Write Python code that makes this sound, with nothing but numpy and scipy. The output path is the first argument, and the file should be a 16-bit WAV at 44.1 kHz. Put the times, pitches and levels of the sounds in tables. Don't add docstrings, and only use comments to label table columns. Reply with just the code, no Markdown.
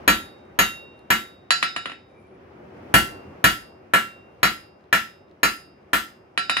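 import sys
import numpy as np
from scipy import signal
from scipy.fft import rfft, irfft, next_fast_len
from scipy.io import wavfile
from scipy.ndimage import uniform_filter1d

SR = 44100
rng = np.random.default_rng(int(sys.argv[2]) if len(sys.argv) > 2 else 0)


def field_ratio(decibels):
    return 10 ** (np.asarray(decibels, dtype=float) / 20)


def wrap_up_sound(samples):
    columns = np.atleast_2d(samples).T
    tamed = np.clip(columns, -1, 1)
    steps = np.round(tamed * 32767).astype(np.int16)
    wavfile.write(sys.argv[1], SR, steps)


N = 291060

# start_s, strength_db, hardness_db, toward_horn_cm, tongs_ring_db
BLOWS = [
    (0.0775, -16, 1.5, 13, -25),
    (0.589, -16.5, -1.5, 19, -5.5),
    (1.103, -17, -4, 13, -25.5),
    (2.94, -14, -2, -13.5, -12.5),
    (3.441, -13.5, 0, -7.5, -23),
    (3.936, -16, -12, 2, -13),
    (4.43, -15.5, -2, -2, -21.5),
    (4.927, -15.5, -7, -1.5, -25.5),
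    (5.431, -15, -1, -6, -26.5),
    (5.932, -18.5, -9.5, -16.5, -25),
]
# base_db, db_per_hardness_db, db_per_cm, db_per_level_control_db
BLOW_LAW = [
    (3.5, -0.18, 0.0471, 0.85),
    (-2, -0.12, 0.0576, 0.32),
    (-3.44, -0.28, 0.0865, 0.7),
    (-25.5, 0, 1, 0),
    (-1.14, .9, 0, 0),
    (-10.5, 1.15, 0, 0),
    (-23.5, 0.55, -0.17, -0.5),
    (-8, 0.8, 0.145, 0),
]


def hammer_blows():
    return landing(BLOWS, BLOW_LAW)


# start_s, strength_db, hardness_db, toward_horn_cm, tongs_ring_db
BOUNCES = [
    (1.506, -14.5, 2, -8, -39),
    (1.627, -17, -5, 5.5, -40),
    (1.763, -23, -14, 4, -37),
    (1.857, -27, -29, 1, -34),
    (1.897, -34.5, -37, -1.5, -27.5),
    (1.918, -37, -50, -18, -33),
    (6.376, -19.5, -4.5, 2.5, -26),
    (6.496, -17.5, -7, 16, -28.5),
    (6.568, -19.5, -12.5, 17, -28),
]
# base_db, db_per_hardness_db, db_per_cm, db_per_level_control_db
BOUNCE_LAW = [
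    (-2, -0.11, -.3, 0.0038),
    (-1.5, 0.33, -0.0029, 0.002),
    (-5, .2, -.05, 0),
    (-18.5, -0.41, 0.97, 0),
    (-1.5, 1.05, 0, 0),
    (-11, 1.8, 0.027, 0.0028),
    (-11.5, 0.82, 0.36, 0),
    (-40, 1.2, 0.18, 0),
]


def bare_bounces():
    return landing(BOUNCES, BOUNCE_LAW)


def landing(rows, law):
    s, db, hard_db, cm, tongs_db = np.transpose(rows)
    causes = [np.ones_like(s), hard_db, cm, gain_db(s)]
    thud, treble, body, horn, waist, *rest = np.array(law) @ causes
    treble = treble + np.clip(3.8 * (-7 - cm), 0, 5.5)
    node_cm, node_width_cm = -11.5, 5.5
    waist = waist + 20 * np.log10(np.clip(abs(cm - node_cm) / node_width_cm, .1, 1))
    return np.array([s, db, thud, treble, *(db + np.array([body, tongs_db, horn, waist, *rest]))])


# pitch_hz, level_db
CRACK = [(24, -46), (40, -23.5), (341, -11.5), (427, -18.5), (656, -9), (1090, -15), (1360, -1.5),
         (1580, -8), (1750, -2.5), (2200, -13.5), (2830, -11), (4230, -25.5), (9240, -28.5), (14900, -22),
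         (16500, -42.5)]
# pitch_hz, level_db
CLINK = [(24, -57.5), (40, -31), (156, -8.5), (438, -15.5), (700, -7.5), (1000, -13.5), (1330, -4),
         (2090, -7), (3400, -9.5), (5000, -19.5), (5730, -23), (7200, -18.5), (8700, -40.5), (16500, -42.5)]


def contacts(blows, bounces):
    cracks = crack(blows, CRACK, contact_s=0.0058, direct_db=0.83, shed_db=1.3)
    clinks = crack(bounces, CLINK, contact_s=0.0021, direct_db=2.0, shed_db=-9.5)
    return cracks + clinks


# pitch_hz, fade_60db_s, build_up_s, left_right_likeness_0_to_1,
# left_minus_right_db
SHED = [(46.3, 0.41, 0.014, 0.7, 9.5), (86, 0.3, 0.0033, 1, 7), (192, 0.27, 0.0027, 0.8, 0),
        (326, 0.27, 0.0017, 0.85, 0), (800, 0.19, 0.00067, 0.5, 1), (1526, 0.24, 0.0077, 0.3, 1.5),
        (2790, 0.3, 0.00089, 0.12, 1.3), (5680, 0.31, 0.0084, 0.4, 2), (10700, 0.26, 0.006, 0, 3.5)]


def crack(hits, colour, contact_s, direct_db, shed_db):
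    s, db, thud_db, treble_db = hits[:4]
    size, wide = 2 ** 14, next_fast_len(N + 2 ** 14)
    t = np.arange(size) / SR
    pair, hz = coloured(colour, size)
    random_sign = pair[1].real / np.maximum(abs(pair[1]), 1e-9)
    bands_db = 9.0 * uniform_filter1d(uniform_filter1d(random_sign, size=40), size=40)
    pair = pair * field_ratio(3.5 * bands_db * np.clip(hz / 4000, 0, 1))
    ragged = rng.standard_normal((len(s), 512)) * np.exp(-t[:512] / contact_s)
    ragged[:, 0] = np.sqrt(2 * contact_s * SR)
    ragged /= np.sqrt(np.sum(ragged ** 2, axis=1, keepdims=True))
    where = (s * SR).astype(int)[:, None] + np.arange(512)
    direct_shape = field_ratio(direct_db) * np.exp(-t / 0.0036) * (1 - np.exp(-t / 0.000094)) ** 2
    out = 0
    for centre_hz, t60, rise_s, likeness, pan_db in SHED:
        part = irfft(pair * band(hz, centre_hz, 0.93), size)
        direct = direct_shape * ports(part, likeness + 0.091, pan_db)
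        tail_shape = field_ratio(shed_db - 60 * t / t60) * (1 - np.exp(-t / rise_s))
        tail = tail_shape * ports(part, likeness, pan_db)
        low_share = np.clip(np.log2(1000 / centre_hz), 0, 1)
        high_share = np.clip(np.log2(centre_hz / 3000), 0, 1)
        tilt_db = thud_db * low_share + treble_db * high_share
        push = np.zeros(wide)
        push[where] = ragged * field_ratio(db + tilt_db)[:, None]
        out = out + rfft(push) * rfft(direct + tail, wide)
    return irfft(out, wide)[:, :N]


# pitch_hz, after_blow_db, after_bounce_db, fade_60db_s, left_minus_right_db, left_leads_rad
BODY = [(1349, -1, -2, .35, -3, -2.4), (732, -18, -15, .22, 0, 1.4), (999, -14, -23, .18, -4, -2.2),
        (1497, -12, -12, .36, 6, -2.8), (1689, -2, -4, .2, 6, 2.4), (1821, -2, -4, .14, 2, 2.6),
        (1863, -1, -3, .13, 0, .3), (2372, -8, -13, .19, 0, .6), (2520, -7, -13, .15, -2, .3),
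        (2898, -8, -8, .22, 0, 1.1), (3270, -17, -19, .18, -1, .6), (9835, -14, -10, .08, 3, -1.2)]
TONGS = [(2750, -4, -6, .7, 0, 2.5)]
HORN = [(3741, -4, -6, .62, 2, 2.1), (11020, -21, -48, .3, 3, -.2)]
WAIST = [(4044, -2, 2, .11, -3, -.9), (5365, -11, -17, .17, -3, -3), (6051, -22, -24, .17, -3, 1),
         (8060, -17, -27, .17, 6, -2.6)]
HEEL = [(4543, -3, -2, .45, 2, 1.7), (9781, -9, -26, .3, 6, -1.2)]
FACE = [(5126, -4, -8, .5, -3, .1), (4765, -6, -8, .52, 5, .9), (15610, -15, -40, .3, 1, -1.2)]
HEAD = [(11753, -1, 12, .15, 3, .8), (6572, -7, 0, .22, 0, .5), (6918, -12, 1, .17, -2, -.6),
        (7381, -12, 0, .2, 1, 2.4), (12145, -8, 7, .12, 1, -1.8), (13600, -19, 3, .1, 1, -.3),
        (14650, -19, -2, .1, 0, -3), (7101, -9, -4, .12, 2, .8), (10365, -17, 4, .14, 2, 1),
        (11400, -18, -12, .2, 0, -1), (14150, -17, -3, .22, 1, .7), (14910, -20, 3, .13, 0, -.8),
        (15285, -23, -3, .18, 0, 1.5), (15420, -15, 7, .1, 1, .4)]


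def ring(blows, bounces):
    hits = np.hstack([blows, bounces])
    bare = np.arange(hits.shape[1]) >= blows.shape[1]
    side = np.array([[.5], [-.5]])
    out = np.zeros((2, N))
    for family, share_db in zip((BODY, TONGS, HORN, WAIST, HEEL, FACE, HEAD), hits[4:]):
        for hz, blow_db, bounce_db, t60, pan_db, lead in family:
            scatter_db = 1.5 * rng.standard_normal(len(bare))
            gains = field_ratio(share_db + np.where(bare, bounce_db, blow_db) + scatter_db)
            z = mode(struck(hits[0], gains, hz), hz, t60)
            turn = field_ratio(pan_db * side) * np.exp(1j * lead * side)
            out += turn.real * z.imag + turn.imag * z.real
    return out


def struck(times, gains, hz, size=40):
    n, x = np.arange(size), np.zeros(N + size, complex)
    push = np.hanning(size) / np.hanning(size).sum() * np.exp(2j * np.pi * hz * n / SR)
    x[(times * SR).astype(int)[:, None] + n] = gains[:, None] * push
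    return x[:N]


def mode(x, hz, t60):
    turn_and_fade = np.exp(2j * np.pi * hz / SR - np.log(1000) / (t60 * SR))
    return signal.lfilter([1], [1, -turn_and_fade], x)


# start_s, level_db, pitch_hz
TICKS = [(0.4551, -67, 9000), (0.979, -65.5, 9010), (.992, -49, 4200), (.993, -56, 10500),
         (2.27, -65, 9000), (4.809, -57.5, 4000), (4.841, -54.5, 4000), (4.855, -63.5, 4000),
         (5.283, -58.5, 3800), (5.297, -59.5, 3900), (5.313, -52, 4000), (5.83, -61, 3900)]


def tong_ticks():
    s, db, _ = np.transpose(TICKS)
    click = mode(train(s, field_ratio(db - 10)), 1900, .015)
    touch = np.eye(1, 512)[0]
    for s, db, hz in TICKS:
        click[int(s * SR):][:512] += field_ratio(db) * mode(touch, hz, .004)
    return click.imag * np.ones((2, 1))


# time_s, level_db
DRAG = [
    (1.982, -120),
    (2.05, -102),
    (2.202, -95),
    (2.35, -94.5),
    (2.45, -120),
]


def hammer_drag():
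    s, db = np.transpose(DRAG)
    rub = rng.standard_normal(N) * field_ratio(np.interp(np.arange(N) / SR, s, db) + 3.0 * walk(30))
    drag = field_ratio(7) * mode(rub, 2350, .05) + field_ratio(-16) * mode(rub, 9830, .12)
    return drag.imag * np.ones((2, 1))


def shed(x, t60=0.28):
    t = np.arange(SR // 4) / SR
    walls = rng.standard_normal((2, len(t))) * field_ratio(-36 - 60 * t / t60)
    return x + signal.fftconvolve(x, walls, axes=1)[:, :N]


# pitch_hz, level_db (per Hz)
ROAR = [(15, -51), (25, -29.5), (46, -13.5), (79, -2.5), (172, -6), (202, -3.5), (339, -4), (380, 1.5),
        (419, -6.5), (484, -2.5), (1200, -21.5), (1560, -48), (2640, -120)]
# pitch_hz, level_db (per Hz)
HISS = [(470, -32), (800, -6), (1460, -12.5), (1590, -13.5), (1970, -14), (4130, -32.5), (5110, -34),
        (8230, -44.5), (14800, -49.5), (16000, -42)]


def forge():
    t, swell, out = np.arange(N) / SR, walk(1.5), 0
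    for table, db in ((ROAR, -51.5), (HISS, -59)):
        pair, hz = coloured(table, N)
        slow_db = db + gain_db(t) + 1.3 * swell
        for centre_hz in table[0][0] * 2. ** np.arange(7):
            likeness = 1.1 - 0.31 * np.log2(centre_hz / 150) ** 2
            part = ports(irfft(pair * band(hz, centre_hz, 0.91), N), likeness, .6)
            out = out + part * field_ratio(slow_db + 1.2 * walk(24))
    return out


# time_s, gain_db
GAIN = [(0, 8.5), (.13, 5.5), (.3, 2), (.9, 0.6), (1.4, -1.5), (2.05, -2.5), (2.3, -1.2), (2.62, 2.5),
        (2.97, 8), (3.47, 3), (3.69, -2.2), (4.5, -1.9), (4.8, -5), (5.6, -4), (6.6, -1.5)]


def gain_db(s):
    return np.interp(s, *np.transpose(GAIN))


def coloured(table, size):
    hz = np.maximum(np.fft.rfftfreq(size, 1 / SR), 1)
    knots, db = np.transpose(table)
    gain = field_ratio(np.interp(np.log(hz), np.log(knots), db))
    return rfft(rng.standard_normal((2, size))) * gain / np.sqrt(np.mean(gain ** 2)), hz


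def band(hz, centre_hz, octaves):
    return np.cos(np.pi / 2 * np.clip(np.log2(hz / centre_hz) / octaves, -1, 1))


def ports(pair, likeness, pan_db):
    likeness = np.clip(likeness, 0, 1)
    mid, side = pair[0] * np.sqrt(1 + likeness), pair[1] * np.sqrt(1 - likeness)
    left = (mid + side) * field_ratio(pan_db / 2)
    right = (mid - side) * field_ratio(-pan_db / 2)
    return np.array([left, right]) / np.sqrt(2)


def train(times, gains):
    x = np.zeros(N)
    x[(np.asarray(times) * SR).astype(int)] = gains
    return x


def walk(rate):
    k = int(SR / rate)
    steps = np.repeat(rng.standard_normal(N // k + 1), k)
    return np.sqrt(2) * uniform_filter1d(uniform_filter1d(steps, k), k)[:N]


def scene():
    blows, bounces = hammer_blows(), bare_bounces()
    hammer = contacts(blows, bounces)
    ringing = field_ratio(1.4) * ring(blows, bounces)
    small_sounds = tong_ticks() + hammer_drag()
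    return hammer + shed(ringing + small_sounds) + forge()


def band_limit(x):
    return signal.sosfilt(signal.butter(12, 16850, fs=SR, output="sos"), x)


def record(dry):
    bass_cut = signal.butter(3, 50, "high", fs=SR, output="sos")
    top_cut = signal.ellip(8, .3, 45, 15800, fs=SR, output="sos")
    rounded = np.tanh(0.99 * signal.sosfilt(bass_cut, dry)) / 0.85
    mix = signal.sosfilt(top_cut, rounded)
    return band_limit(mix)


dry = scene()
out = record(dry)
wrap_up_sound(out)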